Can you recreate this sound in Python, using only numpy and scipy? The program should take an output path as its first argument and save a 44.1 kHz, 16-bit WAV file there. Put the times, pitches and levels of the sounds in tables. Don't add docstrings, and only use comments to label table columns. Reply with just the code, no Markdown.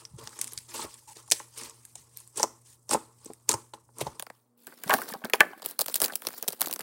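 import sys
import numpy as np
from scipy import signal
from scipy.fft import rfft, irfft, next_fast_len
from scipy.io import wavfile
from scipy.ndimage import uniform_filter1d

SR = 44100
rng = np.random.default_rng(int(sys.argv[2]) if len(sys.argv) > 2 else 0)


def inscribe(sig):
    pcm = np.round(np.clip(np.atleast_2d(sig).T, -1, 1) * 32767)
    wavfile.write(sys.argv[1], SR, pcm.astype(np.int16))


N = 300762
T = np.arange(N) / SR
FAST = next_fast_len(N)

# (frequency [Hz], level [dB rms])
HUM_BEFORE = [(120, -66), (240, -82)]
HUM_AFTER = [(240, -68), (481, -77.5)]
# (time [s], share [0-1])
HUM_FADE = [(4.05, 0), (4.62, 0.96)]
# (frequency [Hz], relative density [dB per Hz])
HISS = [(30, -53), (100, -4), (250, 4.5), (900, -2.5), (3000, -27), (16000, -34.5)]
# (peak [s], hold [s], release [s per 20 dB], fizz [dB], load on the board [dB])
SQUEEZES = [(0.0, 0.014, 0.06, -60, -58), (0.185, 0.017, 0.01, -52.5, -57.5),
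            (0.229, 0.0067, 0.12, -54.5, -54), (0.33, 0, -0.23, -62, -69), (0.395, 0.031, 0.14, -51, -57.5),
            (0.523, 0, -0.02, -45, -59), (0.582, 0.055, 1.1, -59, -80.5), (0.686, 0.071, -0.19, -52, -61.5),
            (0.743, 0.11, 0, -41, -46), (0.922, 0, 0.16, -57.5, -70), (0.984, 0.0069, -0.52, -61, -78),
            (1.077, 0.056, -0.06, -52, -70), (1.164, 0.045, 0.03, -57, -62),
            (1.345, 0.0016, 0.0841, -40.5, -64.5), (1.397, 0.024, 0, -59, -58),
            (1.575, 0.079, 0.0633, -45, -52), (1.86, 0.032, 1, -63, -78.5), (1.96, 0.065, 0.01, -61, -74.5),
            (2.181, 0.0049, 0.11, -54.5, -70.5), (2.374, 0.054, 0.0338, -42, -43.5),
            (2.658, 0.084, 0.02, -57, -76), (2.911, 0.024, 0.0263, -31.5, -35.5),
            (3.264, 0, 0.17, -59, -63), (3.494, 0.024, 0.0163, -34, -36.5),
            (3.744, 0.0065, 0.005, -55.5, -56), (4, 0.013, 0.06, -46.5, -48), (4.071, 0, 0.05, -51, -53),
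            (4.183, 0.079, 0.37, -72, -72)]
# (frequency [Hz], relative density [dB per Hz])
FIZZ = [(900, -30.5), (1700, -6.5), (2300, -7), (3500, -6), (4800, -3), (7000, -3.5), (8600, 0),
        (10200, -7), (12300, -14), (16000, -16.5)]
# (time [s], peak [dB], centre [Hz], length [ms])
POPS = [(0.0524, -28, 5000, 1.37), (0.2743, -26.5, 4240, 0.7), (0.293, -38, 9000, 0.55),
        (0.369, -42, 8700, 0.73), (0.391, -27, 7750, 1.6), (0.4144, -13, 8700, 1.3), (0.425, -38, 9100, .6),
        (0.4436, -21.5, 10200, 0.38), (0.4732, -27, 8800, 0.55), (0.4778, -31.5, 7840, 1.5),
        (0.521, -36, 10700, .8), (0.534, -28.5, 10200, 1.3), (0.577, -21.5, 4940, 2.9),
        (0.5874, -31, 9550, 1.7), (0.942, -33, 7800, 3.6), (1.1698, -36.5, 5870, 4.1),
        (1.278, -44.5, 8460, 2.8), (1.303, -23.5, 6860, 0.98), (1.314, -9, 9000, 1.7),
        (1.32, -2.5, 6840, 1.3), (1.3215, -13.5, 4700, 2.4), (1.329, -24.5, 5500, 4.5),
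        (1.395, -32, 7600, 0.88), (1.5847, -30, 9600, 0.76), (1.6356, -30, 6800, 0.81),
        (1.697, -34.5, 7400, 1.7), (1.852, -34.5, 9200, 1.9), (1.9555, -30, 7750, 3.2),
        (2.1724, -26, 11900, 0.63), (2.203, -35.5, 9350, 0.7), (2.276, -36, 8750, 0.57),
        (2.3595, -37, 7500, 5), (2.374, -22, 8100, 11), (2.397, -23.5, 5900, 3), (2.406, -24.5, 5940, 1.6),
        (2.4305, -6.5, 6800, 0.55), (2.4359, -15, 6760, 0.53), (2.8933, -25.5, 6070, 2.2),
        (2.911, -13.5, 7800, 0.18), (2.9337, -17.5, 8450, 3.1), (2.9402, -14, 7750, 1.7),
        (3.2477, -35, 11400, 0.63), (3.259, -31.5, 7200, 1.5), (3.335, -35, 9400, 1),
        (3.4914, -7.5, 8210, 0.83), (3.4928, -5, 7400, 0.84), (3.5026, -24, 7840, 1.4),
        (3.5152, -13, 8700, 0.64), (3.52, -16, 7930, 0.52), (3.53, -19, 7100, 1.2), (3.54, -22, 6370, 4.6),
        (3.737, -35.5, 3140, 1.8), (3.9852, -27, 9200, 1.25), (4.006, -32, 6200, 1.6),
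        (4.011, -25, 2900, 8), (4.07, -32, 5400, 0.87)]
# (time [s], peak [dB], favoured pitch [Hz])
THUDS = [(0.1843, -42, 423), (0.2732, -35.5, 1620), (0.33, -43.5, 1520), (0.3893, -37, 1700),
         (0.524, -44, 515), (0.844, -31.5, 560), (1.1652, -44, 504), (1.279, -48, 1140),
         (1.319, -23.5, 610), (1.3999, -31.5, 1750), (1.956, -45, 760), (2.379, -31.5, 470),
         (2.3982, -20, 880), (2.402, -27.5, 440), (2.4313, -16, 1000), (2.4368, -19.5, 600),
         (2.4389, -20, 964), (2.8937, -33.5, 730), (2.913, -19, 1070), (2.931, -18, 910),
         (2.947, -12.5, 790), (3.2585, -39, 404), (3.3013, -31.5, 515), (3.4938, -24.5, 506),
         (3.503, -26.5, 530), (3.539, -21, 1000), (3.7362, -33.5, 887), (3.8905, -49.5, 990),
         (3.9907, -37, 624), (4.013, -20, 532), (4.0673, -23.5, 810)]
# (frequency [Hz], level [dB], t60 [s])
BOARD = [(230, -1, 0.048), (327, -1, 0.066), (434.4, -1, 0.062), (531, -1, 0.037), (615, -3, 0.027),
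         (806.2, -3, 0.045), (882.6, 3, 0.023), (1040, 1, 0.029), (1290, -2.5, 0.012)]
# (time [s], peak [dB], pitch [Hz])
BUMPS = [(0.136, -42.5, 134), (0.227, -45.5, 124), (1.315, -44, 294), (2.397, -42.5, 275),
         (2.939, -39.5, 212), (3.259, -43, 285), (3.3, -41, 254), (3.491, -41, 214), (3.538, -36, 117),
         (4.018, -35, 132), (4.065, -36.5, 143), (4.67, -46.5, 246), (4.862, -34.5, 193),
         (4.946, -27.5, 262), (5.118, -41, 216), (5.156, -41.5, 216), (5.242, -31, 225),
         (5.403, -41.5, 256), (6.021, -46, 295), (6.67, -34, 330)]
# (peak [s], level [dB])
SHOVES = [(0.161, -49), (0.266, -64), (0.586, -57.5), (0.766, -61.5), (0.86, -50.5), (1.341, -55),
          (1.67, -64), (2.003, -64), (2.968, -53.5), (3.245, -73), (3.544, -61), (4.085, -48), (4.97, -56),
          (5.409, -66.5)]
# (time [s], peak [dB], centre [Hz], dull flap that follows [dB])
SNAPS = [(4.197, -20.5, 4570, -29.5), (4.225, -22, 7200, -32), (4.267, -32.5, 5760, -36),
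         (4.301, -42, 4160, -34), (4.67, -27, 12500, -44), (4.676, -31.5, 12400, -43.5),
         (4.837, -20, 12200, -36), (4.879, -29, 4600, -37), (4.8959, -15.5, 8300, -18.5),
         (4.906, -17.5, 5600, -39), (4.9319, -18, 10800, -16.5), (4.9388, -5, 11400, -39),
         (5.018, -25, 9700, -70), (5.0234, -24.5, 8800, -53), (5.1379, -24.5, 7700, -29),
         (5.2475, -25.5, 8100, -28), (5.2531, -27, 3470, -26.5), (5.2993, -24.5, 10000, -41),
         (5.336, -12.5, 5730, -13.5), (5.4059, -7.5, 10900, -12), (5.414, -28, 6400, -38),
         (5.578, -35, 10700, -50.5), (5.5981, -46, 3100, -44), (5.621, -31, 5570, -37),
         (5.6277, -31.5, 4540, -37.5), (5.65, -28, 9000, -40), (5.661, -13.5, 11200, -32),
         (5.689, -27, 7960, -49), (5.711, -26.5, 12000, -58), (5.568, -57, 3700, -60.5),
         (5.792, -9, 8400, -25.5), (5.8009, -17, 11100, -28.5), (5.81, -12, 7840, -38),
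         (5.8119, -22, 11530, -30), (5.8153, -10, 9500, -23.5), (5.8613, -15, 10000, -34.5),
         (5.8834, -16, 5300, -29), (5.8985, -27, 9600, -37), (5.943, -10, 8340, -42),
         (5.957, -11, 9600, -29.5), (5.961, -10.5, 6440, -50), (6.003, -13, 8350, -30),
         (6.0176, -6, 11400, -21), (6.0216, -6, 10300, -24), (6.0302, -19, 6000, -29),
         (6.0377, -10.5, 13000, -27), (6.042, -13, 12900, -44), (6.044, -9.5, 4530, -33),
         (6.0493, -6.5, 11800, -26), (6.06, -15.5, 9900, -47), (6.0822, -23.5, 9400, -34),
         (6.1232, -30.5, 5100, -33.5), (6.1359, -28, 4470, -33.5), (6.1562, -9, 10600, -41),
         (6.2205, -26.5, 12100, -37.5), (6.251, -30, 5070, -35.5), (6.27, -13.5, 6800, -28.5),
         (6.2871, -22, 12600, -33), (6.3055, -29, 12580, -39), (6.3312, -33, 11500, -46),
         (6.3384, -37, 3870, -36), (6.381, -25.5, 8000, -65), (6.427, -16, 10600, -33.5),
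         (6.443, -38, 4530, -39), (6.467, -42, 11800, -41), (6.4798, -13, 9300, -31),
         (6.484, -10.5, 8900, -26), (6.505, -27, 6250, -39), (6.524, -26, 10500, -45),
         (6.5285, -22, 12000, -58), (6.532, -28, 3800, -33), (6.599, -28, 12900, -44),
         (6.6092, -11, 10500, -30), (6.617, -5.5, 12570, -22), (6.627, -20, 8900, -60),
         (6.647, -26, 13000, -32), (6.66, -17.5, 4300, -61), (6.672, -19, 10220, -29),
         (6.6841, -23.5, 9050, -59), (6.697, -44, 6000, -33), (6.712, -19, 3550, -38),
         (6.716, -33, 6100, -50), (6.728, -14.5, 12300, -36), (6.738, -16, 13910, -60),
         (6.7614, -22, 7160, -34), (6.7931, -22, 10800, -32.5), (6.8078, -23, 5570, -50),
         (6.8133, -29, 3500, -43)]
# (peak [s], hold [s], release [s per 20 dB], bag rustle [dB], cup scrape [dB])
GRIPS = [(4.349, 0, 0.16, -63.5, -90), (4.578, 0.1, 0.03, -65.5, -84), (4.685, 0.057, -0.22, -59.5, -57),
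         (4.78, 0.07, 0.12, -60, -70), (4.923, 0.024, 0.16, -33.5, -37), (5.081, 0.043, -0.24, -41, -51),
         (5.259, 0.0088, 0.03, -52, -47), (5.349, 0.0093, -0.1236, -33.5, -40.5),
         (5.414, 0.0018, 0.1553, -51, -40.5), (5.578, 0.026, -0.5, -62.5, -79.5),
         (5.644, 0.018, -0.12, -42, -52), (5.679, 0.035, 0.03, -43.5, -53), (5.798, 0.048, 0, -46, -56),
         (5.876, 0.052, -0.1, -41, -52.5), (5.943, 0.037, -0.1, -40, -54), (6.029, 0, 0.09, -38, -38),
         (6.091, 0.00023, 0, -57, -47), (6.126, 0.047, -0.2, -53, -79.5), (6.245, 0.11, 0.18, -48.5, -58.5),
         (6.382, 0.0082, -0.57, -50, -65), (6.436, 0.0053, 0, -58, -54), (6.487, 0.062, 0, -56, -57),
         (6.566, 0, 0.5, -66, -70), (6.621, 0.015, 0.06, -37.5, -44.5), (6.703, 0.033, 0.05, -52, -51),
         (6.806, 0.0027, -0.33, -65, -35.5)]
# (frequency [Hz], relative density [dB per Hz])
RUSTLE = [(1500, -7.5), (2600, 2), (4500, 6), (6500, 0), (9500, 7), (12700, 5), (16000, 10.5)]
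# (time [s], peak [dB], favoured pitch [Hz])
KNOCKS = [(4.6703, -38, 1510), (4.7222, -39, 1435), (4.8383, -30.5, 1660), (4.872, -37, 760),
          (4.895, -14, 1640), (4.898, -12.5, 1000), (4.906, -16, 2487), (4.9095, -13.5, 1613),
          (4.9147, -14, 1030), (4.921, -17.5, 984), (4.929, -12.5, 996), (4.9381, -12, 1585),
          (4.9435, -13.5, 851), (4.986, -24, 1072), (5.0171, -25, 1375), (5.027, -36, 1530),
          (5.0997, -32, 890), (5.1258, -32.5, 1570), (5.1383, -31, 1005), (5.1483, -31, 780),
          (5.218, -38.5, 780), (5.239, -27.5, 1580), (5.2463, -38, 916), (5.2987, -28.5, 1300),
          (5.3348, -6, 2420), (5.3415, -15, 1014), (5.4, -27, 1750), (5.406, -1.5, 1748),
          (5.4232, -26.5, 746), (5.4421, -35, 1740), (5.5323, -32, 1123), (6.0977, -29.5, 1480)]
# (frequency [Hz], level [dB], t60 [s])
CUP = [(243, -13.5, 0.07), (439, -1.5, 0.14), (669, -1, 0.067), (825, 0, 0.072), (1056, 2, 0.016),
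       (1183, -5.5, 0.072), (1537, -4, 0.051), (1699, 7.5, 0.022), (1792, -11.5, 0.077), (2020, -20, 0.11),
       (2303, 6, 0.01), (2684, -1, 0.023), (3110, 8.5, 0.011)]
# (frequency [Hz], relative density [dB per Hz])
SCRAPE = [(70, -34), (140, -1), (300, 7.5), (450, 6), (850, 0), (1650, 0.5), (2400, -8), (4500, -61)]
# (frequency [Hz], t60 [s])
ROOM = [(100, 0.16), (500, 0.017), (1400, 0.081), (4000, 0.012), (10000, 0.057)]
LATE = [(100, .5), (350, 0.32), (900, 0.28), (1800, 0.48), (2600, .35), (4000, 0.22), (10000, 0.43)]

HISS_DB, LATE_DB, EDGE_HZ = -77.5, -13.5, 16100

FIZZ_ATTACK, LOAD_ATTACK, RUSTLE_ATTACK, SCRAPE_ATTACK = 0.61, 0.6, 0.44, 0.45
LOAD_LINGER_S, SCRAPE_LINGER_S = 0.068, 0.0067
# (level against the peak [dB], fall [s per 20 dB])
FIZZ_TAIL, RUSTLE_TAIL = (-22, .16), (-28, .1)
SHOVE_RISE_S, SHOVE_FALL_S = 0.058, 0.029
SLIME_GONE_S, BAG_HELD_S = 4.27, 4.57
RESTING_FIZZ_DB, RESTING_LOAD_DB, RESTING_ROCK_DB = -70, -85.5, -75
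RESTING_RUSTLE_DB, RESTING_SCRAPE_DB = -66.5, -75.5

POP_RISE, SNAP_RISE = 0.2, 0.57
CRUMBS_PER_S, CRUMBLE_S, MOTTLE_DB = 700, .012, 3
SNAP_MS, SNAP_SKIRT_DB = .6, -7

STRAY_POP_DB, STRAY_POP_HZ, STRAY_POP_MS = 5.9, 12000, 0.6
STRAY_SNAP_DB, STRAY_SNAP_HZ = 8.5, 6000
STRAY_FLAP_DB = -12

LIGHT_DB, HARD_DB = -82, -55
SMALL_HZ = 6250
SQUELCH_START_S, SQUELCH_END_S, SQUELCH_HZ, SQUELCH_DB = 1.072, 1.128, 890, -52.5

DETUNE, FLUTTER_DB, SPOT_DB = .012, 4.5, 2.2


def gain_of(db):
    return 10 ** (np.asarray(db) / 20)


def evened(x):
    return x / np.sqrt(np.mean(x ** 2) + 1e-20)


def read(points, hz):
    f, value = np.transpose(points)
    return np.interp(np.log(hz + 1), np.log(f + 1), value)


def highpassed(x, order, hz):
    return signal.sosfilt(signal.butter(order, hz, "high", fs=SR, output="sos"), x)


def coloured(x, points):
    gain = gain_of(read(points, np.fft.rfftfreq(FAST, 1 / SR)))
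    return evened(irfft(rfft(x, FAST) * gain, FAST)[:N])


def clumps(ms):
    span = max(int(ms * SR / 1000), 2)
    return evened(uniform_filter1d(uniform_filter1d(rng.standard_normal(N), span), span))


def place(times, peak_db, sounds, lead=0):
    mix = np.zeros(N + sounds.shape[1])
    tops = uniform_filter1d(abs(signal.hilbert(sounds)), size=16).max(axis=1)
    for s, db, sound, top in zip(times, peak_db, sounds, tops):
        at = max(round(s * SR) - lead, 0)
        mix[at:at + len(sound)] += gain_of(db) * sound / top
    return mix[:N]


def swells(peak_s, hold_s, rise_s, fall_s, peak_db, tail=(-90, 1)):
    age = T[::64] - peak_s[:, None]
    rise, fall = (np.maximum(v * np.ones(len(peak_s)), .005)[:, None] for v in (rise_s, fall_s))
    after = np.maximum((age - np.reshape(hold_s, (-1, 1))) / fall, 0)
    tail_db, tail_s = tail
    release = gain_of(-20 * after) + gain_of(tail_db - 20 * after * fall / max(tail_s, .01))
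    attack = gain_of(peak_db[:, None] - 20 * np.maximum(-age / rise, 0))
    return np.interp(T, T[::64], (attack * release).sum(axis=0))


def strays(effort, start_s, end_s, over_db, hz, octaves, count):
    when, size, tone = rng.random((count, 3)).T
    s = start_s + when * (end_s - start_s)
    db = 20 * np.log10(np.interp(s, T, effort)) + over_db - 12 * size
    return s, db, hz * 2 ** (octaves * (tone - .5))


def crackle(points, bands_hz, per_s, spread_db, bed, clump_db, own_db, clump_ms):
    hz = np.fft.rfftfreq(FAST, 1 / SR)
    shared = clumps(clump_ms)
    total = 0
    for band in np.eye(len(bands_hz)):
        sizes = gain_of(spread_db * np.minimum(rng.exponential(1, N), 4))
        clicks = sizes * (rng.random(N) < per_s / SR)
        grains = clicks * rng.choice([-1., 1.], N) + bed * rng.standard_normal(N)
        share = np.clip(read(list(zip(bands_hz, band)), hz), 0, 1)
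        level = gain_of(clump_db * shared + own_db * clumps(clump_ms))
        total = total + np.sqrt(share) * rfft(grains * level, FAST)
    return coloured(irfft(total, FAST), points)


def patchy(x, depth_db, bins, frames):
    z = signal.stft(x, nperseg=256, noverlap=192)[2]
    field = rng.standard_normal(z.shape)
    for _ in range(2):
        field = uniform_filter1d(uniform_filter1d(field, bins, axis=0), frames, axis=1)
    z = z * gain_of(depth_db * evened(field))
    return evened(signal.istft(z, nperseg=256, noverlap=192)[1][:N])


def bursts(hz, ms, octaves, skirt, skirt_db, rise, slope, crumble_db):
    age = (np.arange(1024) - 200) / SR * 1000 / ms[:, None]
    shape = np.where(age < 0, np.exp(age / rise), np.exp(-1.6 * age))
    luck, size = rng.random((2, len(hz), 500))
    crumble = gain_of(crumble_db - 20 * np.arange(500) / SR / CRUMBLE_S)
    train = (luck < CRUMBS_PER_S / SR) * size * crumble
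    train[:, 0] = 1
    shape = signal.fftconvolve(shape, train, axes=1)[:, :1024]
    f = np.fft.rfftfreq(1024, 1 / SR) + 1
    hump = np.exp(-.5 * (np.log2(f / hz[:, None]) / octaves) ** 2)
    broad = gain_of(skirt_db + read(skirt, f)) * np.minimum(f / hz[:, None], 1) ** slope
    spectrum = hump + broad
    mottle = evened(uniform_filter1d(rng.standard_normal(spectrum.shape), size=30, axis=1))
    noise = rng.standard_normal((len(hz), 1024))
    return irfft(rfft(shape * noise) * spectrum * gain_of(MOTTLE_DB * mottle))


def decaying(hz, cycles, attack, size=8192):
    turns = hz[:, None] * np.arange(size) / SR
    return gain_of(-60 * turns / cycles) * np.sin(2 * np.pi * turns) * (1 - np.exp(-turns / attack))


def rings(modes, hz, octaves, scatter_db, contact_ms, slap_db, give):
    f, db, t60 = (c[:, None] for c in np.transpose(modes))
    mode_rings = gain_of(db) * decaying(f[:, 0], f * t60, 0.69)
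    luck = rng.standard_normal((len(hz), len(modes)))
    nearness = 1 / (1 + (np.log2(f.T / hz[:, None]) / octaves) ** 2) ** 1.1
    signs = (-1) ** np.arange(len(modes))
    ring = (gain_of(scatter_db * luck) * nearness * signs) @ mode_rings
    n = np.arange(ring.shape[1])
    nearest = f[abs(np.log(f.T / hz[:, None])).argmin(axis=1), 0]
    bend = (hz / nearest) ** give * (1 + DETUNE * rng.standard_normal(len(hz)))
    ring = np.array([np.interp(n * b, n, row) for b, row in zip(bend, ring)])
    flutter = evened(uniform_filter1d(rng.standard_normal(ring.shape), size=130, axis=1))
    slap = gain_of(slap_db) * decaying(hz, 9.2, 0.37)
    blow = ring * gain_of(FLUTTER_DB * flutter) + slap
    fade = np.exp(-np.arange(900) / SR * 1000 / contact_ms)
    chatter = 0.035 * rng.standard_normal((len(hz), 900)) * fade
    chatter[:, 0] = 1
    return signal.fftconvolve(blow, chatter, axes=1)


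def hum_of(lines):
    return sum(gain_of(db) * np.sqrt(2) * np.sin(2 * np.pi * (hz * T + rng.random())) for hz, db in lines)


def background():
    share = np.clip(np.interp(T, *np.transpose(HUM_FADE)), 0, 1)
    hum = (1 - share) * hum_of(HUM_BEFORE) + share ** 3 * hum_of(HUM_AFTER)
    hum = hum * gain_of(2.2 * clumps(40))
    return hum + gain_of(HISS_DB) * coloured(rng.standard_normal(N), HISS)


def squeezing():
    s, hold, fall, fizz_db, load_db = np.transpose(SQUEEZES)
    there = np.clip((SLIME_GONE_S - T) / .05, 0, 1)
    effort = swells(s, hold, FIZZ_ATTACK * fall, fall, fizz_db, FIZZ_TAIL)
    load = swells(s, hold, LOAD_ATTACK * fall, fall + LOAD_LINGER_S, load_db)
    return effort + there * gain_of(RESTING_FIZZ_DB), load + there * gain_of(RESTING_LOAD_DB)


def squelch():
    hz = SQUELCH_HZ
    band = [(hz / 1.3, -30), (hz, 0), (hz * 1.35, -30), (4000, -90)]
    wet = coloured(rng.standard_normal(N), band)
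    gate = np.clip(np.minimum(T - SQUELCH_START_S, SQUELCH_END_S - T) / 0.0089, 0, 1)
    return gain_of(SQUELCH_DB) * wet * gate


def slime():
    effort, load = squeezing()
    small = strays(effort, 0, SLIME_GONE_S, STRAY_POP_DB, STRAY_POP_HZ, 1.2, count=25)
    s, db, hz, ms = np.hstack([np.transpose(POPS), [*small, np.full(25, STRAY_POP_MS)]])
    pops = place(s, db, bursts(hz, ms, 0.27, FIZZ, -3, POP_RISE, .25, -9.5), lead=200)
    fizz = crackle(FIZZ, (2000, 4500, 8000, 13000), 4000, 3.4, 1.2, 1.5, 2.2, 5.)
    fizz = patchy(fizz, 2., bins=3, frames=14)
    large = signal.sosfiltfilt(signal.butter(2, SMALL_HZ, fs=SR, output="sos"), fizz)
    lightness = np.clip((HARD_DB - 20 * np.log10(load)) / (HARD_DB - LIGHT_DB), 0, .9)
    return pops + effort * (fizz - large * lightness) + squelch()


def rocking():
    s, db = np.transpose(SHOVES)
    there = np.clip((SLIME_GONE_S - T) / 0.15, 0, 1)
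    return swells(s, 0, SHOVE_RISE_S, SHOVE_FALL_S, db) + there * gain_of(RESTING_ROCK_DB)


def board():
    s, db, hz = np.transpose(THUDS)
    thuds = place(s, db, rings(BOARD, hz, 1.0, SPOT_DB, 2.1, 11.0, 0))
    kneading = crackle([(100, 0), (3000, 0)], (300, 900), 900, 3.5, .5, 1.5, 2.5, 8.)
    ring = rings(BOARD, np.array([750.]), 4.5, 0, 1.0, -34, 0)[0]
    mutter = evened(signal.oaconvolve(kneading, ring)[:N])
    s, db, hz = np.transpose(BUMPS)
    bumps = place(s, db, decaying(hz, 8.4, 0.87))
    rumble = [(20, -28.0), (50, -28.0), (70, -18), (100, -18.5), (160, -20.5), (400, -80.5)]
    rock = coloured(rng.standard_normal(N), rumble)
    _, load = squeezing()
    return highpassed(thuds + load * mutter + bumps, 2, 90) + rocking() * rock


def handling():
    s, hold, fall, rustle_db, scrape_db = np.transpose(GRIPS)
    held = np.clip((T - BAG_HELD_S) / 0.049, 0, 1)
    grip = swells(s, hold, RUSTLE_ATTACK * fall, fall, rustle_db, RUSTLE_TAIL)
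    drag = swells(s, hold, SCRAPE_ATTACK * fall, fall + SCRAPE_LINGER_S, scrape_db)
    return grip + held * gain_of(RESTING_RUSTLE_DB), drag + held * gain_of(RESTING_SCRAPE_DB)


def flaps(s, db):
    t = np.arange(700) / SR
    drop_hz = 2000 * gain_of(4.56 * rng.standard_normal((len(s), 1)))
    final_hz = rng.uniform(316, 564, (len(s), 1))
    turns = np.cumsum(final_hz + drop_hz * np.exp(-t / 0.001305), axis=1) / SR
    rattle = 0.4 * evened(uniform_filter1d(rng.standard_normal(turns.shape), 14, axis=1))
    return place(s, db, (np.sin(2 * np.pi * turns) + rattle) * t * np.exp(-t / 0.0016))


def bag():
    grip, _ = handling()
    small = strays(grip, BAG_HELD_S, T[-1], STRAY_SNAP_DB, STRAY_SNAP_HZ, 2.2, count=130)
    s, db, hz, flap_db = np.hstack([np.transpose(SNAPS), [*small, small[1] + STRAY_FLAP_DB]])
    puffs = bursts(hz, np.full(len(s), SNAP_MS), 0.91, RUSTLE, SNAP_SKIRT_DB, SNAP_RISE, 0, -7.5)
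    snaps = place(s, db, puffs, lead=200)
    rustle = crackle(RUSTLE, (3000, 5500, 9000, 14000), 2000, 4.2, .7, 1.8, 3.2, 3.)
    rustle = patchy(rustle, 2.5, bins=3, frames=14)
    return snaps + flaps(s, flap_db) + grip * rustle


def cup():
    s, db, hz = np.transpose(KNOCKS)
    knocks = place(s, db, rings(CUP, hz, 0.52, SPOT_DB, 3.4, 8.1, 0.94))
    scrape = crackle(SCRAPE, (200, 600, 1600), 300, 4.5, .35, 2.5, 2.5, 6.)
    _, drag = handling()
    return knocks + drag * scrape


def room(x):
    taps = np.zeros((3, SR // 2))
    at = np.arange(60, taps.shape[1] - 12, 12)
    jitter = rng.integers(0, 12, (3, len(at)))
    np.put_along_axis(taps, at + jitter, rng.choice([-1., 1.], (3, len(at))), axis=1)
    hz, t, z = signal.stft(taps, SR, nperseg=128)
    early_db, late_db = (-60 * t / np.maximum(read(table, hz), .01)[:, None] for table in (ROOM, LATE))
    decay = gain_of(early_db) + gain_of(LATE_DB + late_db)
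    tails = signal.istft(z * decay, SR, nperseg=128)[1]
    tails = tails / np.linalg.norm(tails[0])
    turns = np.sqrt(2 / 3) * np.cos(2 * np.pi * (6 * T + np.arange(3)[:, None] / 3))
    return signal.oaconvolve(x * turns, tails, axes=1).sum(axis=0)[:N]


def scene():
    heavy = slime() + board()
    light = highpassed(bag() + cup(), 4, 150)
    wet = room(gain_of(-12.5) * heavy + gain_of(-18.5) * light)
    return (heavy + light + wet + background())[None]


def record(dry):
    thin = highpassed(dry, 3, 42)
    rounded = thin / (1 + (abs(thin) / .95) ** 4) ** .25
    lowpass = signal.firwin(255, EDGE_HZ, window=("kaiser", 9), fs=SR)
    return signal.oaconvolve(rounded, lowpass[None], "same")


dry = scene()
out = record(dry)
inscribe(out)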